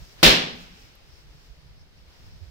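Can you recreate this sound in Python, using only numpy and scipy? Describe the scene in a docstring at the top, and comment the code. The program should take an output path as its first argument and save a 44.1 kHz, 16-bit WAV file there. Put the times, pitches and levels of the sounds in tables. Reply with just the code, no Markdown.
"""Faint outdoor air, shrill insects and fluttering flames come first, then a firecracker goes off close by
on a burning metal tray in a walled yard. Filtered noise makes the air, insects, flutter, fizz and spark.
The bang is a train of overpressure pulses; decaying noise makes the wall echoes, damped modes the tray
and the boom, and short low wave packets the gust and the flame puffs. The recorder limits and clips."""
import sys
import numpy as np
from scipy import signal
from scipy.fft import rfft, irfft, next_fast_len
from scipy.io import wavfile
from scipy.ndimage import uniform_filter1d, map_coordinates

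SR = 44100
rng = np.random.default_rng(int(sys.argv[2]) if len(sys.argv) > 2 else 0)


def generate_wav(signal):
    """Clip the signal to [-1, 1] and save it as 16-bit WAV at the path in sys.argv[1]."""
    frames = np.transpose(np.atleast_2d(signal))
    scaled = np.clip(frames, -1, 1) * 32767
    pcm = np.round(scaled).astype(np.int16)
    wavfile.write(sys.argv[1], SR, pcm)


N = 110250  # samples, 2.5 s
BANG_S = .2297  # the firecracker goes off
# All source levels are those ahead of the recorder's limiter.


def amp(db):
    """Decibels to amplitude ratio."""
    return 10 ** (np.asarray(db) / 20)


def unit(x):
    """Normalise to an rms of 1."""
    return x / np.sqrt(np.mean(x ** 2) + 1e-20)


def clock():
    """Time of each sample in seconds."""
    return np.arange(N) / SR


def age(start):
    """Time since start, zero before it."""
    return np.maximum(clock() - start, 0)


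def along(points, hz):
    """Interpolate (frequency, value) points on a logarithmic frequency axis."""
    point_hz, value = np.transpose(points)
    return np.interp(np.log(hz + 1), np.log(point_hz + 1), value)


def level(rows):
    """Gain envelope interpolated in decibels from (time, level) rows."""
    return amp(np.interp(clock(), *np.transpose(rows)))


def pan(left_minus_right_db):
    """Intensity stereo: half the level difference goes to each side, with opposite signs."""
    return amp(np.array([[left_minus_right_db], [-left_minus_right_db]]) / 2)


def wobble(rate):
    """Slow modulation: a smooth random curve with rate knots a second."""
    return map_coordinates(rng.standard_normal(N // 8), [clock() * rate + 2], mode="wrap")


def filtered(x, response):
    """Linear filtering: the spectrum of x times a response of frequency."""
    size = next_fast_len(N + SR // 2)
    return irfft(rfft(x, size) * response(np.fft.rfftfreq(size, 1 / SR)), size)[..., :N]


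def causal(x, spectrum, size=2048):
    """Minimum-phase filtering: colours a pulse without sound ahead of it."""
    cepstrum = irfft(np.log(amp(along(spectrum, np.fft.rfftfreq(size, 1 / SR)))))
    # folding the cepstrum forward in time gives the minimum phase
    cepstrum[1:size // 2] *= 2
    cepstrum[size // 2 + 1:] = 0
    kernel = irfft(np.exp(rfft(cepstrum)))
    return signal.fftconvolve(x, kernel[None], axes=1)[:, :N]


def noise(spectrum, alike):
    """Partly coherent stereo noise of rms 1: the mid-to-side ratio sets the left-right correlation."""
    def mid_side_response(hz):
        angle = np.arccos(np.clip(along(alike, hz), -1, 1)) / 2
        return amp(along(spectrum, hz)) * [np.cos(angle), np.sin(angle)]

    mid, side = filtered(rng.standard_normal((2, N)), mid_side_response)
    return unit(np.array([mid + side, mid - side]))


def band(centre_hz, width_hz):
    """Band-limited noise: independent left and right under a Gaussian response, rms 1."""
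    bell = lambda hz: np.exp(-.5 * ((hz - centre_hz) / width_hz) ** 2)
    return unit(filtered(rng.standard_normal((2, N)), bell))


def puff(start, hz, width_s):
    """Wave packet: a low cosine under a Gaussian envelope centred on start."""
    t = clock() - start
    return np.exp(-.5 * (t / width_s) ** 2) * np.cos(2 * np.pi * hz * t)


RING_FLICKER_DB = 4.5  # each mode swells and dips as it dies


def ringing(modes, waver):
    """Modal decay: damped sines start at the bang, wandering in level and phase (waver in radians)."""
    a = age(BANG_S)
    out = np.zeros((2, N))
    for hz, db, t60 in modes:
        start_phase = rng.uniform(0, min(hz / 100, 2 * np.pi), (2, 1))  # differs left and right
        phase = waver * wobble(14) + start_phase
        decay = amp(db + RING_FLICKER_DB * wobble(22) - 60 * a / t60)
        out += decay * np.sin(2 * np.pi * hz * a + phase)
    return (a > 0) * out


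# level of the outdoor air: time_s, level_db
AIR_LEVEL = [(0, -54.5), (.12, -54.5), (.16, -56), (.2, -49), (.7, -55), (1.0, -58), (1.45, -58.5),
             (1.82, -60), (1.87, -61.5), (2.07, -59), (2.11, -56), (2.2, -57), (2.4, -58.5), (2.5, -58)]
# relative spectrum of the outdoor air: frequency_hz, density_db
AIR_SPECTRUM = [(60, -4), (180, 0.5), (400, 4), (700, .5), (1100, -2.1), (2000, -1.5), (3500, -2.5),
                (5000, -2), (7000, -14.5), (10000, -20), (15500, -18.5)]


def air():
    """Broadband ambience: the hush of the outdoors is coloured noise with a slight random swell."""
    hush = noise(AIR_SPECTRUM, [(290, .65), (640, .2), (1400, 0), (3100, -.3), (6800, 0)])
    return hush * level(AIR_LEVEL) * amp(.5 * wobble(26))


# level of the insect chorus before its trim and pulsing: time_s, level_db
INSECT_LEVEL = [(0, -61), (.13, -58.5), (.16, -77), (.45, -72), (.62, -59), (.7, -63), (.82, -60),
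                (.95, -69), (1.06, -74), (1.11, -60), (1.21, -63.5), (1.26, -81), (1.32, -68.5),
                (1.47, -66.5), (1.58, -75.5), (1.75, -72.5), (1.82, -60), (1.85, -94.5), (1.94, -83.5),
                (1.97, -64), (2.07, -86), (2.12, -68.5), (2.33, -63), (2.5, -74)]
INSECT_HZ, INSECT_WIDTH_HZ, INSECT_TRIM_DB = 5250, 500, -1.5
INSECT_PULSE_HZ, INSECT_DEPTH = 58.4, .3  # mean pulse rate, modulation depth


def insects():
    """Amplitude modulation: a narrow shrill band of noise pulses with a wandering phase."""
    pulse = 1 + INSECT_DEPTH * np.sin(2 * np.pi * INSECT_PULSE_HZ * clock() + 2 * wobble(15))
    chorus = pan(1.5) * band(INSECT_HZ, INSECT_WIDTH_HZ)
    return amp(INSECT_TRIM_DB) * chorus * pulse * level(INSECT_LEVEL)


# level of the flame flutter before its random swell: time_s, level_db
FLUTTER_LEVEL = [(0, -41), (.08, -54.5), (.5, -48), (.85, -56.5), (1.0, -56.5), (1.14, -55.5), (1.3, -49.5),
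                 (1.42, -55), (1.55, -53.5), (1.62, -49.5), (1.83, -49.5), (1.89, -57), (1.98, -50),
                 (2.15, -57.5), (2.23, -45), (2.37, -49), (2.5, -51)]
# relative spectrum of the flutter: frequency_hz, density_db
FLUTTER_SPECTRUM = [(15, -6.5), (28, 0.5), (55, 2), (90, -7.5), (150, -6.5), (230, -25.5), (400, -47.5),
                    (900, -70)]


def flutter():
    """Turbulent combustion: the flames make low noise that swells at random."""
    rumble = noise(FLUTTER_SPECTRUM, [(60, .15), (130, 0.27), (290, .65)])
    return rumble * level(FLUTTER_LEVEL) * amp(2 * wobble(54))


# stronger flame puffs: centre_s, level_db, pitch_hz, left_minus_right_db
PUFFS = [(1.134, -49.5, 60.4, 16), (1.514, -43.5, 45, -16), (2.084, -47, 58.3, 3.5), (2.43, -45, 83, -31),
         (2.484, -40.5, 59.3, -10.5)]
PUFF_WIDTH_S = .012


def flame_puffs():
    """Pulsed flow: each stronger puff of flame is a short low wave packet."""
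    return sum(amp(db) * pan(side_db) * puff(s, hz, PUFF_WIDTH_S) for s, db, hz, side_db in PUFFS)


# level of the fizz before its random swell: time_s, level_db
FIZZ_LEVEL = [(0, -57.5), (.14, -61), (.18, -65), (.5, -69), (.62, -55.5), (.7, -67), (.82, -59.5),
              (1.0, -76), (1.13, -65.5), (1.3, -71.5), (1.46, -66.5), (1.62, -83.5), (1.95, -86),
              (2.2, -67), (2.5, -72.5)]
# relative spectrum of the fizz: frequency_hz, density_db
FIZZ_SPECTRUM = [(1000, -16.5), (4000, -4), (6200, -1.5), (8000, -7.5), (10000, -17), (13000, -10),
                 (15500, -9)]


def fizz():
    """High-frequency noise: the thin fizz of the fire is mostly treble and nearly uncorrelated."""
    return noise(FIZZ_SPECTRUM, [(5000, 0.0042)]) * level(FIZZ_LEVEL) * amp(.8 * wobble(40))


SPARK_S, SPARK_DB, SPARK_HZ, SPARK_T60_S = .954, -56, 12970, 0.015


def spark():
    """Impulsive excitation: a tiny tick from the fire is a quickly decaying burst of treble noise."""
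    burst = band(SPARK_HZ, 600) + .8 * band(9000, 4000)
    decay = amp(SPARK_DB - 60 * age(SPARK_S) / SPARK_T60_S)
    return (clock() > SPARK_S) * decay * burst


GUST_S, GUST_DB, GUST_HZ, GUST_WIDTH_S = .277, -17.5, 48.3, .018
GUST_LAG_S = .0018  # left port early, right port late by this much


def gust():
    """Bulk flow: the displaced air thumps low at one microphone port, then the other."""
    thumps = [puff(GUST_S + lag, GUST_HZ, GUST_WIDTH_S) for lag in (-GUST_LAG_S, GUST_LAG_S)]
    return amp(GUST_DB) * np.array(thumps)


# modes of the tray, level at the strike before flicker: pitch_hz, level_db, t60_s
TRAY_MODES = [(807, -59, 2.7), (877, -63, 2.7), (1572, -70, 3.6), (2364, -27, .42), (2470, -29, .4),
              (2762, -26, .42), (3199, -28, .48), (3675, -28, .45), (4155, -27, .45)]


def tray():
    """Plate resonance: the sheet metal rings on in its own modes after the blow."""
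    return ringing(TRAY_MODES, waver=.9)


# relative spectrum of the wall echo: frequency_hz, density_db
YARD_SPECTRUM = [(30, -13.5), (90, -12), (160, -1), (260, -3), (360, -3.5), (500, -.5), (750, -2.5),
                 (1200, -3), (1900, -1.5), (2800, 0.5), (3900, 0.9), (5200, -4.5), (7000, -13),
                 (10000, -20.5), (15000, -18)]
# decay of the wall echo: frequency_hz, t60_s
YARD_T60 = [(60, .6), (200, .66), (500, .53), (1200, .5), (3600, 0.49), (5500, 0.46), (8000, .35),
            (14000, 0.28)]
# left-right correlation of the near and far echo: frequency_hz, correlation
YARD_ALIKE = [(60, 1), (200, 1), (400, .35), (700, -.1), (1300, -0.55), (2400, 0.15), (4400, -0.093),
              (8000, 0.1)]
# relative spectrum of the far tail: frequency_hz, density_db
FAR_SPECTRUM = [(60, -12), (250, -2.5), (900, -5), (2800, 3), (5000, -8), (9000, -27.5), (15000, -37.5)]
# low standing waves between the walls, level before flicker: pitch_hz, level_db, t60_s
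BOOM_MODES = [(176.4, -29.5, 0.85), (217.1, -32, 0.59), (243, -29.5, 0.83), (267.5, -32.5, .72)]
YARD_DB, YARD_BUILD_S, YARD_GRAIN = -3, 0.0026, 0.13  # level before decay, build-up, unevenness
RIPPLE_DB, RIPPLE_HZ = 1.53, 54.93  # spectral ripple from near surfaces: depth, knot spacing
FAR_DB, FAR_T60_S = -37.5, 1.7  # late echo from the surroundings


def yard():
    """Reverberation: diffuse wall echoes as decaying noise, standing-wave boom and a faint far tail."""
    a = age(BANG_S)

    def ripple(hz):
        return amp(RIPPLE_DB * map_coordinates(rng.standard_normal(2048), [hz / RIPPLE_HZ], mode="wrap"))

    diffuse = unit(filtered(noise(YARD_SPECTRUM, YARD_ALIKE), ripple))
    # each frequency of the echo dies at its own rate
    hz, t, bins = signal.stft(diffuse, SR, nperseg=256)
    fade = amp(-60 * np.maximum(t - BANG_S, 0) / along(YARD_T60, hz)[:, None])
    near = signal.istft(bins * fade, SR, nperseg=256)[1][:, :N]
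    near = near * unit(np.exp(YARD_GRAIN * wobble(700)))
    far = noise(FAR_SPECTRUM, YARD_ALIKE) * amp(FAR_DB - 60 * a / FAR_T60_S)
    boom = ringing(BOOM_MODES, waver=1.0)
    build_up = 1 - np.exp(-a / YARD_BUILD_S)  # silent until the bang
    return (amp(YARD_DB) * near + far + boom) * build_up


# reflections off the tray rim and the walls, level before colouring: delay_s, level_db, left_minus_right_db
SLAPS = [(.0009, 7.5, -5), (.0043, -2, -6), (.0098, -3.5, -3), (.0185, -3, -1.5), (.025, -1.5, 1),
         (.037, 0.5, 1.5), (.047, -1.5, -2), (.068, -7, -0.5)]
SHOCK_S, SHOCK_DB = .00037, 1.5  # length of the overpressure, its level before colouring
PORT_JITTER_S = .00012  # spread of the random arrival time at each port


def shock():
    """Blast wave: abrupt overpressure then decaying suction, repeated by discrete early reflections."""
    out = np.zeros((2, N))
    for delay, db, side_db in [(0, SHOCK_DB, 0.0083)] + SLAPS:
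        arrival = BANG_S + delay + rng.normal(0, PORT_JITTER_S, (2, 1))
        u = (clock() - arrival) / SHOCK_S
        pulse = (u >= 0) * (1 - u) * np.exp(-np.abs(u))
        out += amp(db) * pan(side_db) * pulse
    return causal(out, [(100, -2), (1000, -3.5), (3000, 2.5), (6000, -1), (15000, -1)])


def scene():
    """Superposition: the pressures of all sources add."""
    fire = flutter() + flame_puffs() + fizz() + spark()
    return air() + insects() + fire + gust() + tray() + yard() + shock()


LIMIT_DB, LIMIT_WINDOW_S = -7.5, .005  # rms ceiling, window of past sound it is judged over
CLIP_TOP, TOP_HZ = .9, 15800  # full-scale amplitude of the soft clip, upper band edge


def record(dry):
    """Overload: a limiter holds the bang down, peaks that pass it clip softly, and the top is cut off."""
    size = max(int(LIMIT_WINDOW_S * SR), 8)
    power = uniform_filter1d(np.mean(dry ** 2, axis=0), size, origin=(size - 1) // 2)
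    rms = np.sqrt(np.abs(power) + 1e-12)
    gain = uniform_filter1d(np.minimum(1, amp(LIMIT_DB) / rms), size=64)
    held = dry * gain
    clipped = held / (1 + np.abs(held / CLIP_TOP) ** 6) ** (1 / 6)
    return filtered(clipped, lambda hz: 1 / (1 + (hz / TOP_HZ) ** 160))


dry = scene()
out = record(dry)
generate_wav(out)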